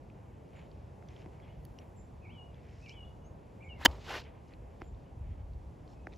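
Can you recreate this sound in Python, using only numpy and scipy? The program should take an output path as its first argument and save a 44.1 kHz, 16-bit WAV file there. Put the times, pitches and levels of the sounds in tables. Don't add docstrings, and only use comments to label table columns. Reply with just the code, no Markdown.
import sys
import numpy as np
from scipy import signal
from scipy.fft import rfft, irfft, next_fast_len
from scipy.io import wavfile

SR = 44100
rng = np.random.default_rng(int(sys.argv[2]) if len(sys.argv) > 2 else 0)


def ratio_of_db(decibels):
    return 10 ** (np.asarray(decibels, float) / 20)


def int16_out(signal):
    q = np.round(np.clip(np.atleast_2d(signal).T, -1, 1) * 32767)
    wavfile.write(sys.argv[1], SR, q.astype(np.int16))


N = 272097
SIZE = next_fast_len(N)
FREQ = np.arange(SIZE // 2 + 1) * SR / SIZE + 1


def curve(points):
    hz, db = np.transpose(points)
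    return ratio_of_db(np.interp(np.log(FREQ), np.log(hz), db))


def colour(x, points):
    y = irfft(rfft(x, SIZE) * curve(points), SIZE)[:N]
    return y / np.std(y)


def white():
    return rng.standard_normal(N)


def walk(rate):
    levels = rng.standard_normal(size=2000)
    return 0.98 * np.interp(np.arange(N) * rate / SR, np.arange(len(levels)), levels)


def arch(s, rise_s, hold_s, fall_s, db, edge_db):
    peak_s = s + rise_s
    fall_from_s = peak_s + hold_s
    return [(s, db - edge_db), (peak_s, db), (fall_from_s, db), (fall_from_s + fall_s, db - edge_db)]


def track(rows, fade_s=0.0044):
    s, *columns = np.transpose(rows)
    span = slice(int(s[0] * SR), min(int(s[-1] * SR), N))
    t = np.arange(span.start, span.stop) / SR
    gate = np.clip(np.minimum(t - s[0], s[-1] - t) / fade_s, 0, 1)
    return [span, gate] + [np.interp(t, s, c) for c in columns]


def add(out, s, hz, db, t60, rise_s=0.00043):
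    i = int(s * SR)
    t = np.arange(min(int(t60 * SR) + 2, N - i)) / SR - (s - i / SR)
    fade = ratio_of_db(db - 60 * t / t60) * np.clip(t / rise_s, 0, 1)
    out[i:i + len(t)] -= fade * np.sin(2 * np.pi * hz * t)


def grains(per_s, spread_db, hiss):
    hit = rng.random(N) < per_s / SR
    size = rng.exponential(size=N)
    clicks = hit * ratio_of_db(spread_db * np.minimum(size, 3.5)) * np.sign(white())
    return clicks / np.std(clicks) + hiss * white()


def rustle(tables, points, per_s, spread_db, hiss, fade_s=.015):
    level = np.zeros(N)
    for rows in tables:
        span, gate, db = track(rows, fade_s)
        level[span] += gate * ratio_of_db(db)
    return level * colour(grains(per_s, spread_db, hiss), points)


def flecks(tables, low_hz, high_hz, lift_db, count):
    out = np.zeros(N)
    for rows in tables:
        s, db = np.transpose(rows)
        for when, pitch, size in rng.random((count, 3)):
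            at = s[0] + when * (s[-1] - s[0])
            hz = low_hz * (high_hz / low_hz) ** pitch
            add(out, at, hz, np.interp(at, s, db) + lift_db - 12 * size, .03, rise_s=0.0034)
    return out


def sing(tables, burr):
    song, drift = np.zeros(N), walk(120)
    warble_hz = 62 + 30 * walk(60)
    warble = np.sin(2 * np.pi * np.cumsum(warble_hz) / SR) + .8 * walk(190)
    for rows in tables:
        span, gate, hz, db = track(rows)
        low_voice = np.clip((2620 - hz) / 200, 0, 1)
        hz = hz * (1 + .005 * drift[span] + burr * low_voice * warble[span])
        song[span] += gate * ratio_of_db(db + 3) * np.sin(2 * np.pi * np.cumsum(hz) / SR)
    return song


def wind_gain():
    # start t/s, rise t/s, hold t/s, fall t/s, peak level/dB
    gust_rows = [(1.52, .07, .02, .12, -51), (2.1, .06, .04, .04, -49), (2.95, .12, .25, .1, -55),
                 (3.6, .2, .3, .3, -53), (4.52, .08, .05, .1, -53), (4.87, .06, .02, .05, -48),
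                 (5.1, .22, .22, .2, -42.5), (5.7, .1, .3, .06, -53)]
    gain = np.full(N, ratio_of_db(-61))
    for gust in gust_rows:
        span, gate, db = track(arch(*gust, edge_db=14), fade_s=.02)
        gain[span] += gate * ratio_of_db(db)
    return gain * ratio_of_db(3 * walk(14))


def air():
    # f/Hz, level/dB per Hz
    air_tone = [(22, -34.5), (45, -11.5), (65, -3.5), (130, -4.5), (250, -14.5), (500, -18), (900, -23.5),
                (1300, -35.5), (2500, -40), (4000, -47.5), (7000, -50.5), (12300, -55), (14000, -74),
                (16500, -80.5)]
    # f/Hz, side minus mid level/dB
    air_width = [(60, -21.5), (110, -13), (200, -11.5), (380, -4), (700, -1.5), (1290, 1.5), (2380, -14),
                 (4400, -23), (8120, -6.5), (15000, 1)]
    noise = rfft(rng.standard_normal((2, SIZE))) * curve(air_tone)
    noise[1] *= curve(air_width) * (FREQ < 7000)
    out, slow = 0, walk(.8)
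    for octave in range(4, 15):
        share = np.cos(np.pi / 2 * np.clip(np.log2(FREQ) - octave, -1, 1)) ** 2
        flicker = ratio_of_db(.6 * slow + 1.2 * walk(9))
        out = out + flicker * irfft(noise * share, SIZE)[:, :N]
    wind = colour(white(), [(15, -60), (30, -18), (48, 0.5), (75, 0.5), (120, -14), (250, -36),
                            (1000, -80), (20000, -120)])
    mid, side = out * ratio_of_db(-52) / np.std(out[0])
    buffet = wind_gain() * wind
    return mid + buffet, side + ratio_of_db(-20) * np.roll(buffet, int(.03 * SR))


def short_calls():
    # start t/s, length t/s, first f/Hz, last f/Hz, peak level/dB
    note_rows = [(1.3, .07, 2000, 1980, -75), (1.49, .03, 2900, 2950, -70), (3.6, .016, 2130, 2370, -66),
                 (3.608, .026, 2330, 2400, -61), (3.215, .05, 2880, 2900, -76),
                 (1.42, .015, 3300, 3350, -70), (1.475, .015, 2100, 2150, -70),
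                 (1.53, .015, 2150, 2180, -71), (2.862, .014, 2850, 2650, -61),
                 (2.876, .014, 2900, 2700, -62), (2.893, .014, 3100, 2700, -59),
                 (3.045, .016, 3600, 3300, -70), (2.246, .012, 2500, 2700, -63),
                 (3.634, .022, 2380, 2440, -66), (3.692, .012, 2260, 2240, -66),
                 (3.622, .012, 2350, 3000, -60), (3.63, .01, 3000, 2300, -62),
                 (3.638, .05, 2170, 2270, -59), (3.686, .012, 3150, 2930, -60),
                 (3.695, .047, 2930, 2720, -52), (3.742, .024, 2720, 2780, -63),
                 (3.748, .047, 2200, 2020, -67), (5.958, .03, 2540, 2500, -74),
                 (5.99, .025, 2600, 2560, -77), (6.02, .03, 2520, 2600, -78), (3.24, .045, 6100, 6830, -73)]
    # start t/s, length t/s, steady f/Hz, peak level/dB
    chip_rows = [(.552, .1, 6880, -76), (1.957, .11, 7260, -68), (3.632, .07, 7200, -77),
                 (4.825, .045, 7100, -75), (4.86, .05, 7150, -74)]
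    peak_share, note_edge_db = .6, 6
    drop_s, drop_share, chip_edge_db = .018, .11, 18
    calls = []
    for s, length_s, first_hz, last_hz, db in note_rows:
        peak_hz = first_hz + peak_share * (last_hz - first_hz)
        calls.append([(s, first_hz, db - note_edge_db), (s + peak_share * length_s, peak_hz, db),
                      (s + length_s, last_hz, db - note_edge_db)])
    for s, length_s, hz, db in chip_rows:
        calls.append([(s, hz * (1 + drop_share), db - chip_edge_db), (s + drop_s, hz, db),
                      (s + length_s, hz, db - chip_edge_db)])
    return calls


def birds():
    # t/s, f/Hz, level/dB
    phrases = [
        [(2.215, 2600, -70), (2.24, 2480, -65), (2.26, 2280, -58), (2.29, 2400, -66), (2.312, 3020, -63),
         (2.328, 3230, -64), (2.338, 3450, -71), (2.348, 3050, -67), (2.385, 2920, -58), (2.418, 2850, -59),
         (2.45, 2930, -66), (2.49, 2870, -75), (2.515, 2860, -80)],
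        [(2.82, 2520, -70), (2.84, 2640, -63), (2.858, 2500, -61), (2.872, 2290, -58), (2.9, 2330, -60),
         (2.913, 2850, -59), (2.93, 3200, -63), (2.945, 3430, -70), (2.958, 3030, -66), (3.0, 2900, -56),
         (3.04, 2850, -60), (3.06, 2930, -66), (3.095, 2880, -73), (3.11, 2880, -67), (3.126, 2860, -70)],
    ]
    # delay t/s, level/dB
    trunk_rows = [(.021, -13), (.047, -21)]
    # f/Hz, level/dB
    wood_tone = [(1500, 0), (2400, 2), (2800, -14), (3000, -14), (3300, -2), (8000, -10)]
    # f/Hz, level/dB per Hz
    chorus_tone = [(1500, -29.5), (2000, -2.5), (2400, 0.5), (2900, -5.5), (3600, -28.5), (20000, -79.5)]
    song = (sing(phrases, burr=0.04) + sing(short_calls(), burr=.004)) * ratio_of_db(2.5 * walk(90))
    t = np.arange(SR // 2) / SR
    trees = colour(white(), wood_tone)[:len(t)] * ratio_of_db(-60 * t / .3) * (t > .008)
    smear = ratio_of_db(-35.5) * signal.fftconvolve(song, trees)[:N]
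    far = ratio_of_db(-86.5 + 4 * walk(13)) * colour(white(), chorus_tone)
    trunks = sum(ratio_of_db(db + 4 * walk(60)) * np.roll(song, int(lag_s * SR)) for lag_s, db in trunk_rows)
    return song + trunks + smear + far


def ticks():
    # t/s, peak level/dB, low ring f/Hz, high ring f/Hz, brightness level/dB
    tick_rows = [(0.1004, -53, 2510, 3840, -31), (0.5641, -56, 2900, 6930, -25),
                 (0.5901, -65, 2550, 4170, -4), (0.715, -64, 3320, 4430, -2), (1.0864, -56, 3460, 5820, -7),
                 (1.164, -50, 3220, 4190, -37), (1.219, -55, 2930, 3950, -16),
                 (1.4003, -53, 2200, 4440, -25), (1.4775, -62, 2150, 4060, -18),
                 (1.6516, -64, 2040, 4550, 1), (1.7878, -45, 2900, 5200, -15),
                 (2.5444, -56.5, 3390, 4980, -17), (2.8614, -48, 2870, 4300, -16),
                 (2.8944, -48, 2900, 5390, -6.5), (3.912, -54, 2290, 4430, -7),
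                 (4.5366, -53, 2640, 4110, -9), (5.8774, -62.5, 3220, 4360, -4.5),
                 (4.947, -68, 3600, 3800, -14), (5.535, -72, 4000, 4400, -6), (5.902, -66, 2900, 4100, -14),
                 (5.9334, -66, 2900, 3700, -12), (6.1225, -54.5, 2420, 3830, -14),
                 (6.129, -57, 2500, 3500, -12), (6.136, -59, 3620, 3890, -12),
                 (6.1614, -66.5, 4660, 5900, -1)]
    # t/s, peak level/dB
    snap_rows = [(1.6516, -52), (3.912, -72)]
    # t/s, f/Hz, level/dB, time to fade by 60 dB t/s
    tink_rows = [(1.787, 5700, -59, .045), (1.787, 8100, -71, .045), (1.651, 6300, -60, .01),
                 (1.651, 8300, -60, .012), (1.651, 3600, -62, .01)]
    # t/s, peak level/dB, main ring f/Hz, middle body level/dB, low body level/dB
    knock_rows = [(1.024, -47, 1310, -9, -18), (1.259, -43, 1010, -14, 0), (3.812, -41, 1050, -4, -16),
                  (4.812, -45.5, 1000, -8, -7), (4.817, -31, 1196, -18, -9.5),
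                  (6.069, -30.5, 1636, -9.5, -12.5)]
    out = np.zeros(N)
    for s, db, low_hz, high_hz, high_db in tick_rows:
        add(out, s, low_hz, db + 4.5, .008)
        add(out, s, high_hz, db + high_db + 10.5, .009)
        add(out, s, (low_hz + high_hz) / 2, db + high_db + 15, .004)
    tick_snaps = [(tick[0], tick[1] - 34) for tick in tick_rows]
    for s, db in list(snap_rows) + tick_snaps:
        add(out, s, 11200, db + 4, .008)
        add(out, s, 15100, db + 3.0, .006)
    for tink in tink_rows:
        add(out, *tink)
    for s, db, hz, middle_db, low_db in knock_rows:
        add(out, s + .0012, hz, db + 2.5, .005)
        add(out, s + 0.0014, 2200, db - 1, .003)
        add(out, s + .0012, 5200, db - 9, .002)
        add(out, s + 0.0022, 750, db + middle_db + 4, .012)
        add(out, s + .003, 330, db + low_db + 6.5, .025)
    return out


def cloth_and_grass():
    # start t/s, rise t/s, hold t/s, fall t/s, peak level/dB
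    dull_rows = [(.5, .07, .02, .1, -63), (1.07, .02, .13, .08, -67), (1.27, .06, .06, .04, -73),
                 (.1, .08, .2, .12, -78), (1.4, .03, .02, .04, -66), (1.45, .04, .02, .1, -69),
                 (1.75, .04, .03, .1, -71), (2.5, .06, .2, .15, -71), (4.66, .04, .04, .08, -79),
                 (4.2, .02, .05, .17, -64), (4.42, .1, .02, .04, -69), (5.18, .06, .17, .05, -76),
                 (5.04, .02, .03, .05, -76), (5.36, .03, .03, .05, -86), (4.79, .02, .03, .06, -72),
                 (6.08, .05, .01, .05, -69)]
    bright_rows = [(2.6, .15, .12, .11, -73), (2.875, .015, .005, .05, -65), (4.44, .04, .01, .04, -78),
                   (1.08, .03, .1, .04, -78), (5.868, .012, .05, .06, -80), (6.11, .02, .03, .02, -78)]
    sheen_rows = [(1.45, .15, .25, .3, -86), (3.0, .05, .05, .05, -92), (4.14, .03, .035, .02, -73),
                  (4.78, .03, .03, .06, -87)]
    # f/Hz, level/dB per Hz
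    dull_tone = [(800, -4), (1500, -2), (2200, 4.5), (3000, -1), (4200, -14), (8000, -32), (16000, -40)]
    bright_tone = [(2000, -14), (4000, -2), (4800, -2), (5300, 4), (5900, -3), (7000, -6), (9000, -17),
                   (16000, -35)]
    dull = [arch(*row, edge_db=16) for row in dull_rows]
    bright = [arch(*row, edge_db=16) for row in bright_rows]
    sheen = [arch(*row, edge_db=12) for row in sheen_rows]
    out = rustle(dull, dull_tone, per_s=560, spread_db=3.0, hiss=.7) * ratio_of_db(2.4 * walk(45))
    out += flecks(dull, low_hz=1520, high_hz=3400, lift_db=10, count=14)
    out += rustle(bright, bright_tone, per_s=900, spread_db=2.5, hiss=1.5) * ratio_of_db(2.8 * walk(25.14))
    out += flecks(bright, low_hz=3820, high_hz=7240, lift_db=8, count=25)
    sheen_tone = [(6000, -40), (9500, -4), (12000, 0), (16000, -6)]
    return out + rustle(sheen, sheen_tone, per_s=2000, spread_db=2.0, hiss=1.6)


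def swish():
    speed_up = [(3.76, -78, 690), (3.815, -49, 900), (3.848, -49, 2500)]
    span, gate, db, hz = track(speed_up)
    slow = colour(white(), [(10, -1.5), (250, 0), (800, -25), (3000, -71.5)])[span]
    hiss = colour(white(), [(200, -10.5), (800, 2), (3000, -4.5), (8000, -20), (16000, -26)])[span]
    wake = colour(white(), [(10, 0), (450, 0), (1200, -25), (4000, -70)])[span]
    turns = 2 * np.pi * np.cumsum(hz) / SR
    whirls = slow * np.sin(turns) + .45 * wake * np.sin(1.9 * turns)
    out = np.zeros(N)
    out[span] = gate * ratio_of_db(db) * (whirls + .7 * hiss)
    return out


def scrape():
    scrape_row = (3.8475, .004, .006, .011, -19.5)
    # f/Hz, level/dB per Hz
    turf_tone = [(100, -28), (400, -5), (650, -17), (1100, -5), (1700, -2), (2300, -16), (3100, -4.5),
                 (5000, -13.5), (6400, -10), (8000, -13), (11000, -16), (16000, -15)]
    swell = arch(*scrape_row, edge_db=30)
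    return rustle([swell], turf_tone, per_s=5000, spread_db=1.5, hiss=1.1, fade_s=.001)


def club_head():
    # f/Hz, level/dB, time to fade by 60 dB t/s, build-up t/s
    dig_modes = [(1700, -12.5, .012, .001), (1220, -18, .012, .001), (3100, -18, .008, .001),
                 (990, -17, .012, .001), (460, -17, .016, .001), (2620, -19, .008, .001)]
    out = np.zeros(N)
    for hz, db, t60, rise_s in dig_modes:
        add(out, 3.8515, hz, db, t60, rise_s)
        add(out, 3.8548, .92 * hz, db - 5, t60, rise_s)
    return out


def ball_click():
    # f/Hz, level/dB, time to fade by 60 dB t/s, build-up t/s
    ball_modes = [(320, -12, .022, .001), (490, -14, .018, .001), (810, -15, .018, .0008),
                  (1000, -8.5, .015, .0007), (1220, -11, .009, .0005), (1500, -12, .009, .0005),
                  (1770, 2, .0052, .0004), (2600, -12.5, .008, .0004), (3060, -16, .023, .0025),
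                  (3095, -9.5, .023, .0025), (3130, -16, .023, .0025), (3480, -12.5, .009, .0004),
                  (4860, -10, .011, .0005), (6400, -14, .004, .0003)]
    out = np.zeros(N)
    for mode in ball_modes:
        add(out, 3.85905, *mode)
    return out


def torn_turf():
    # start t/s, rise t/s, hold t/s, fall t/s, peak level/dB
    rumble_row = (3.862, .003, .008, .13, -47)
    settle_row = (3.862, .004, .004, .2, -63)
    spray_row = (3.864, .004, .01, .12, -74)
    # f/Hz, level/dB per Hz
    grass_tone = [(300, -12), (1000, -4), (2500, -5), (5000, -11), (8000, -19), (11000, -27), (16000, -30)]
    rumble_tone = [(150, -12), (400, 0), (1000, -2), (1600, -18), (16000, -70)]
    spray_tone = [(5000, -30), (9000, -3), (12000, 0), (16000, -3)]
    rumble, spray = arch(*rumble_row, edge_db=12), arch(*spray_row, edge_db=12)
    settle = arch(*settle_row, edge_db=3)
    out = rustle([rumble], rumble_tone, per_s=900, spread_db=2.0, hiss=1.5)
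    out += rustle([settle], grass_tone, per_s=3000, spread_db=2.2, hiss=1.1, fade_s=.003)
    return out + rustle([spray], spray_tone, per_s=3000, spread_db=1.8, hiss=1.2, fade_s=.003)


def ground_thud():
    # f/Hz, level/dB, time to fade by 60 dB t/s
    thud_mode = (66, -14, 0.075)
    out = np.zeros(N)
    add(out, 3.878, *thud_mode, rise_s=0.032)
    return out


def shaft_ring():
    # t/s, f/Hz, level/dB
    shaft_rows = [(3.88, 6780, -86), (3.95, 6720, -81), (4.03, 6560, -82), (4.15, 6250, -82)]
    return sing([shaft_rows], burr=0) * ratio_of_db(4 * walk(60))


def divot():
    # start t/s, rise t/s, hold t/s, fall t/s, peak level/dB
    fall_row = (4.03, .075, .055, .06, -42)
    # start t/s, rise t/s, hold t/s, fall t/s, peak level/dB
    grit_rows = [(3.907, .007, .01, .015, -62), (3.945, .008, .005, .02, -66), (3.99, .02, .02, .03, -63),
                 (4.04, .015, .03, .04, -57), (4.16, .02, .02, .025, -52), (4.2, .02, .02, .04, -68)]
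    # t/s, f/Hz, level/dB, time to fade by 60 dB t/s
    clod_rows = [(4.082, 1510, -35, .02), (4.088, 1150, -40, .015), (4.105, 802, -31, .03),
                 (4.112, 1900, -38, .012), (4.125, 2900, -40, .012), (4.128, 1050, -36, .02),
                 (4.142, 420, -36, .03), (4.15, 1500, -39, .015), (4.165, 800, -39, .02)]
    # f/Hz, level/dB per Hz
    soil_tone = [(150, -10), (350, 1), (1000, -1), (2000, -4), (3500, -7.5), (6000, -16), (8000, -24.5),
                 (11000, -26.5), (16000, -33)]
    fall = [arch(*fall_row, edge_db=19)]
    grit = [arch(*row, edge_db=14) for row in grit_rows]
    grit_tone = [(1000, -14), (2800, 0), (4800, -4), (7500, -17), (10000, -30), (16000, -38)]
    out = flecks(fall, low_hz=600, high_hz=3500, lift_db=8.5, count=60)
    out += rustle(fall, soil_tone, per_s=1800, spread_db=3.0, hiss=.9) * ratio_of_db(1.5 * walk(60))
    out += rustle(grit, grit_tone, per_s=1500, spread_db=2.5, hiss=1.1, fade_s=.005)
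    for clod in clod_rows:
        add(out, *clod, rise_s=.004)
    return out


def scene():
    mid, side = air()
    strike = scrape() + club_head() + ball_click() + torn_turf() + ground_thud() + shaft_ring()
    near = birds() + ticks() + cloth_and_grass() + swish() + strike + divot()
    late = np.roll(near, int(.0007 * SR))
    skew_tone = [(50, -1), (2500, 0.5), (4500, -7), (7000, -15.5), (8500, -40.5), (16000, -63.5)]
    skew = colour(late, skew_tone) * np.std(near) * ratio_of_db(-19)
    return np.array([mid + near + side + skew, mid + near - side - skew])


def low_pass(x):
    return signal.sosfilt(signal.butter(12, 16660, fs=SR, output="sos"), x)


def record(dry):
    # f/Hz, lead of the left port/radians
    port_lead = [(0, 0), (7400, 0), (8800, -2.85), (9400, -3.4), (10700, -6), (11700, -6.5), (12900, -9.2),
                 (13700, -9.6), (14700, -12.4), (22050, -13)]
    turn = np.exp(.5j * np.interp(FREQ, *np.transpose(port_lead)))
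    top = np.clip((15900 - FREQ) / 300, 0, 1) ** 2
    mix = irfft(rfft(dry, SIZE) * np.array([turn, turn.conj()]) * top, SIZE)[:, :N]
    return low_pass(mix)


dry = scene()
out = record(dry)
int16_out(out)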